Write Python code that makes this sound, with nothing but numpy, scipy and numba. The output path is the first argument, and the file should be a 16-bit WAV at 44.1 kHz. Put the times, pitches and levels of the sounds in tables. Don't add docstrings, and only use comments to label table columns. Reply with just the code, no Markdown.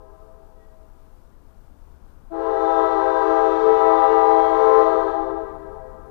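import sys
import numpy as np
from scipy import signal
from scipy.fft import rfft, irfft, next_fast_len
from scipy.io import wavfile
from scipy.ndimage import uniform_filter1d, minimum_filter1d
from numba import njit

SR = 44100
rng = np.random.default_rng(int(sys.argv[2]) if len(sys.argv) > 2 else 0)


def put_to_file(sound):
    columns = np.atleast_2d(sound).T
    safe = np.clip(columns, -1, 1)
    whole_steps = np.round(safe * 32767)
    wavfile.write(sys.argv[1], SR, whole_steps.astype(np.int16))


def convert_level_to_amplitude(level_db):
    exponent = np.asarray(level_db, float) / 20
    return 10 ** exponent


N = 269010
TIME = np.arange(N) / SR
HORN_SR = SR / 2
LEAD_S, SPEAKS_S = 3, 2.296


def noise(points, size=N, rate=SR):
    hz, db = np.transpose(points)
    fast = next_fast_len(size)
    f = np.maximum(np.arange(fast // 2 + 1) * rate / fast, 1)
    curve_db = np.interp(np.log(f), np.log(hz), db, -90, -90)
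    x = irfft(rfft(rng.standard_normal(fast)) * convert_level_to_amplitude(curve_db), fast)
    return x[:size] / x.std()


def walk(rate, t=TIME):
    count = int((t[-1] - t[0]) * rate) + 2
    return np.interp(t, t[0] + np.arange(count) / rate, 1.19 * rng.standard_normal(count))


def steepen(x):
    highpass = signal.butter(4, 700, "high", fs=HORN_SR, output="sos")
    bent = signal.sosfilt(highpass, x ** 2)
    return x + convert_level_to_amplitude(-30) * bent * x.std() / bent.std()


# f/Hz, level/dB
HORN_TREBLE = [(2100, -6), (2700, -6), (3300, -6.5), (3620, -3), (4300, -8.5), (5000, -18), (5900, -15),
               (6600, -25), (7500, -22.5), (9000, -32), (10500, -39)]


def high_partials(hz):
    k = np.arange(7, int(HORN_TREBLE[-1][0] / hz))
    f, db = np.transpose(HORN_TREBLE)
    return zip(k, np.interp(np.log(k * hz), np.log(f), db))


# pitch f/Hz, strongest forward partial, readiness to sharpen as the valve closes
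HORN_BELLS = [(326.6, 3, .4), (401.5, 2, .6), (440.0, 1, 1), (520.0, 2, .6), (653.2, 1, 2.5)]
# partial number, level/dB straight ahead, level/dB to the sides and back
BELL_PARTIALS = [
    [(1, -35.5, -38.5), (2, -48.5, -40.5), (3, -30.5, -38.5), (4, -56.5, -50.5), (5, -57.5, -48),
     (6, -55.5, -56.5)],
    [(1, -46, -33.5), (2, -27, -36), (3, -37, -39), (4, -49.5, -50.5), (5, -63, -71), (6, -69, -70)],
    [(1, -26.5, -33.5), (2, -40.5, -39), (3, -44.5, -46), (4, -59, -57), (5, -62.5, -68), (6, -85, -77)],
    [(1, -36, -34), (2, -36.5, -38.5), (3, -50, -52.5), (4, -72, -83.5), (5, -69.5, -74.5), (6, -72, -75.5)],
    [(1, -32, -31), (2, -41.5, -43), (3, -49, -57), (4, -66, -76), (5, -66, -79), (6, -74.5, -74)],
]
BELL_BRIGHTNESS = [0.3, 3, -0.5, -0.5, -4]
BELL_THIRST = [1.254, 0.74, 0.89, 0.98, 0.43]
BELL_LATENESS = [0, .03, 0.033, .045, 0]
# t/s, half width t/s, level/dB
BELL_SWELLS = [
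    [(3.15, .3, 2.5), (4.05, .2, 1.5), (4.72, .12, -3)],
    [(2.7, .1, 3), (4.25, .4, 7), (5.17, .08, 4)],
    [(2.48, .05, 4.5), (2.85, .12, 4.5), (3.7, .2, 6.5), (4.72, .15, 7)],
    [(3.15, .12, 4), (3.7, .15, -9), (4.2, .08, -8.5), (4.7, .25, 8)],
    [(2.45, .1, 4.5), (3.4, .1, 0), (3.62, .1, -6), (4.2, .1, 1), (4.65, .1, -18.5), (4.93, .07, 2.5),
     (5.5, .12, -9)],
]
# t/s, level/dB
EARLIER_BLAST = [(-3.0, -3), (-1.3, -3), (-.8, -30), (-.7, -90)]
# t/s, treble level/dB straight ahead, whole-horn level/dB as the trees hear it
HORN_AIR = [(2.29, -89, -89.5), (2.32, -73.5, -8.5), (2.36, -69, -4.5), (2.47, -62.5, -3), (2.7, -57, -1.5),
            (3.3, -54.5, -1), (4.0, -54, -1), (4.8, -53.5, -2), (4.95, -56.5, -1), (5.12, -62, -11),
            (5.25, -68.5, -16.5), (5.42, -76, -31.5), (5.55, -85, -59), (5.75, -110, -90)]


def horn():
    t = np.arange(-LEAD_S * SR // 2, N // 2 + 2) * 2 / SR
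    air_s, treble_db, open_db = np.transpose(HORN_AIR)
    on = (t > 2.29) & (t < 5.8)
    t_on = t[on]
    top_db = np.interp(t_on, air_s, treble_db)
    valve = convert_level_to_amplitude(np.interp(t, *np.transpose(EARLIER_BLAST + list(zip(air_s, open_db)))))

    start_percent, settle_s = 2.1, .2
    closes_s, end_percent_per_s = 4.78, 2.6
    start_sharp = start_percent * np.exp(-np.abs(t - air_s[0]) / settle_s)
    end_sharp = end_percent_per_s * np.clip(t - closes_s, 0, .55)
    sharp = (t > 2) * (start_sharp + end_sharp) / 100

    short_db = top_db.max() - top_db
    choke_db = np.maximum(short_db - 20, 0)
    dull_db = 0.61 * np.minimum(short_db, 19)

    beat_from_s, beat_to_s, beat_hz, beat_depth = 3.3, 4.5, 4.7, 0.51
    inside_s = np.minimum(t_on - beat_from_s, beat_to_s - t_on)
    beating = beat_depth * np.clip(inside_s / 0.098 + 1, 0, 1)
    bass_beat = np.abs(1 + beating * np.exp(2j * np.pi * beat_hz * (t_on - beat_from_s)))

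    straight, side = np.zeros((2, len(t)))
    for (hz, main, ready), rows, thirst, swells, late_s, bright_db in zip(
            HORN_BELLS, BELL_PARTIALS, BELL_THIRST, BELL_SWELLS, BELL_LATENESS, BELL_BRIGHTNESS):
        db = -thirst * short_db - choke_db
        swell_db = 2.5 * walk(12, t_on)
        for at_s, wide_s, size_db in swells:
            swell_db += size_db * np.exp(-((t_on - at_s) / wide_s) ** 2)
        flutter = 0.00038 * walk(25, t) + 0.00208 * walk(150, t)
        pitch = hz * (1 + np.where(t > 4, ready, 1) * sharp + flutter)
        turn = np.exp(2j * np.pi * np.cumsum(pitch) / HORN_SR)
        speaking = np.clip((np.abs(t - air_s[0] - late_s + 1) - 1) / 0.017, 0, 1)
        power = turn * speaking
        for k, ahead_db, side_db in rows:
            wave = np.sqrt(2) * (power * np.exp(2j * np.pi * rng.random())).imag
            power = power * turn
            side += convert_level_to_amplitude(side_db) * wave
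            lowest = k * hz == HORN_BELLS[0][0]
            fade_db = (main - k) * dull_db
            if k != main and not lowest:
                fade_db = fade_db + 3 * walk(3.717, t_on)
            swell = bass_beat if lowest else convert_level_to_amplitude(swell_db * (1 if k == main else .5))
            straight[on] += convert_level_to_amplitude(db + ahead_db + fade_db) * swell * wave[on]

        power, turn = power[on], turn[on]
        for k, high_db in high_partials(hz):
            wave = (power * np.exp(2j * np.pi * rng.random())).imag
            power = power * turn
            side[on] += convert_level_to_amplitude(high_db - 67) * wave
            line_db = -6.5 - 2.5 * np.log2(k * hz / 2000) + 3.5 * walk(6, t_on)
            straight[on] += convert_level_to_amplitude(top_db + high_db + bright_db + line_db) * wave

    straight = steepen(straight * np.clip((t - SPEAKS_S) / 0.016, 0, 1))
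    straight[on] += convert_level_to_amplitude(top_db - 6.5) * noise(HORN_TREBLE, on.sum(), HORN_SR)
    air = noise([(250, -15.5), (500, -13.5), (900, 0.0), (1300, -3.5), (1600, -8.5), (2100, -21),
                 (3000, -39.5)], len(t), HORN_SR)
    return straight + convert_level_to_amplitude(-42) * valve ** 1.4 * air, steepen(valve * side)


@njit
def scatter(x, start, speed, gain, size):
    out = np.zeros(size)
    for k in range(len(start)):
        for i in range(size):
            p = start[k] + i * speed[k]
            j = int(p)
            if j >= 0:
                out[i] += gain[k] * (x[j] + (p - j) * (x[j + 1] - x[j]))
    return out


# first delay t/s, last delay t/s, decay by 60 dB t/s, level/dB, dull above f/Hz
WOODS_DEPTHS = [(.01, 1.2, 1.87, 0.27, 3970), (.4, 4.0, 4.89, -12, 1500)]


def woods(side, count=90):
    flattest = .022
    out = 0
    for first, last, t60, db, dull_hz in WOODS_DEPTHS:
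        place, bearing, sign = rng.random((count, 3)).T
        delay = first + (last - first) * (np.arange(count) + place) / count
        speed = 1 - flattest * (1 - np.cos(np.pi * bearing)) / 2
        gain = convert_level_to_amplitude(-60 * delay / t60) * np.sign(sign - .5)
        gain *= convert_level_to_amplitude(db) / np.sqrt(np.sum(gain ** 2))
        start = (LEAD_S - delay + SPEAKS_S * (1 - speed)) * HORN_SR
        dull = signal.lfilter(*signal.butter(1, dull_hz, fs=HORN_SR), side)
        out = out + scatter(dull, start, speed, gain, N // 2)
    return out


# multiple of crank speed, level/dB
ENGINE_ORDERS = [(3, -63.5), (4, -68.5), (5, -53), (6, -66), (7, -57.5), (8, -66), (9, -65), (10, -70.5),
                 (11, -65), (12, -75), (13, -60.5), (14, -70.5), (15, -74), (16, -59.5)]


def engine():
    crank_hz = 4.4
    turn = 2 * np.pi * np.cumsum(crank_hz * (1 + 0.0015 * walk(1.5))) / SR
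    near_db = 0.83 * (TIME - TIME.mean())
    throb = 0
    for k, db in ENGINE_ORDERS:
        nearing, sway_db = (.2, 1.2) if k == 5 else (1, 3)
        level = convert_level_to_amplitude(db + nearing * near_db + sway_db * walk(3.6))
        throb = throb + np.sqrt(2) * level * np.sin(k * turn + 2 * np.pi * rng.random())
    return throb


# f/Hz, decay by 60 dB t/s, level/dB
BELL_MODES = [(1913, 0.55, 5), (1902, .6, -1), (3400, 0.45, -8)]
# t/s, level/dB
BELL_STRIKES = [(.54, -65), (1.26, -78)]


def bell():
    out = 0
    for strike_s, db in BELL_STRIKES:
        t = np.maximum(TIME - strike_s, 0)
        attack = 1 - np.exp(-(t / 0.067) ** 2)
        for hz, t60, mode_db in BELL_MODES:
            out = out + convert_level_to_amplitude(db + mode_db - 60 * t / t60) * attack * np.sin(2 * np.pi * hz * t)
    return out


# f/Hz, level/dB per Hz
RUMBLE_SPECTRUM = [(15, -9), (40, -1), (80, -9.5), (100, -7.5), (150, -11), (280, -13.5), (500, -19.5),
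                   (1000, -21.5), (1500, -27), (2000, -41.5), (2500, -45)]


def rumble():
    return convert_level_to_amplitude(-59.5 + 1.42 * TIME + 0.37 * walk(5.0)) * noise(RUMBLE_SPECTRUM)


def scene():
    straight, side = horn()
    blast = straight[-N // 2 - 2:-2] + woods(side)
    blast = signal.resample_poly(blast, 2, 1, padtype="antireflect")
    return np.ones((2, 1)) * (blast + engine() + bell() + rumble())


def top_cut(x):
    return signal.sosfilt(signal.butter(12, 15740, fs=SR, output="sos"), x)


# f/Hz, level/dB per Hz
HISS_SPECTRUM = [(30, -5.5), (2000, 1.5), (8000, -4), (15500, -3)]


def record(dry):
    mono = dry.sum(0) + convert_level_to_amplitude(-69 + 0.55 * walk(11)) * noise(HISS_SPECTRUM)
    ceiling, hold = .85, 2000
    room = np.minimum(1, ceiling / (np.abs(mono) + 1e-9))
    mono = mono * uniform_filter1d(minimum_filter1d(room, hold), hold)
    return top_cut(np.array([mono, 0 * mono]))


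dry = scene()
out = record(dry)
put_to_file(out)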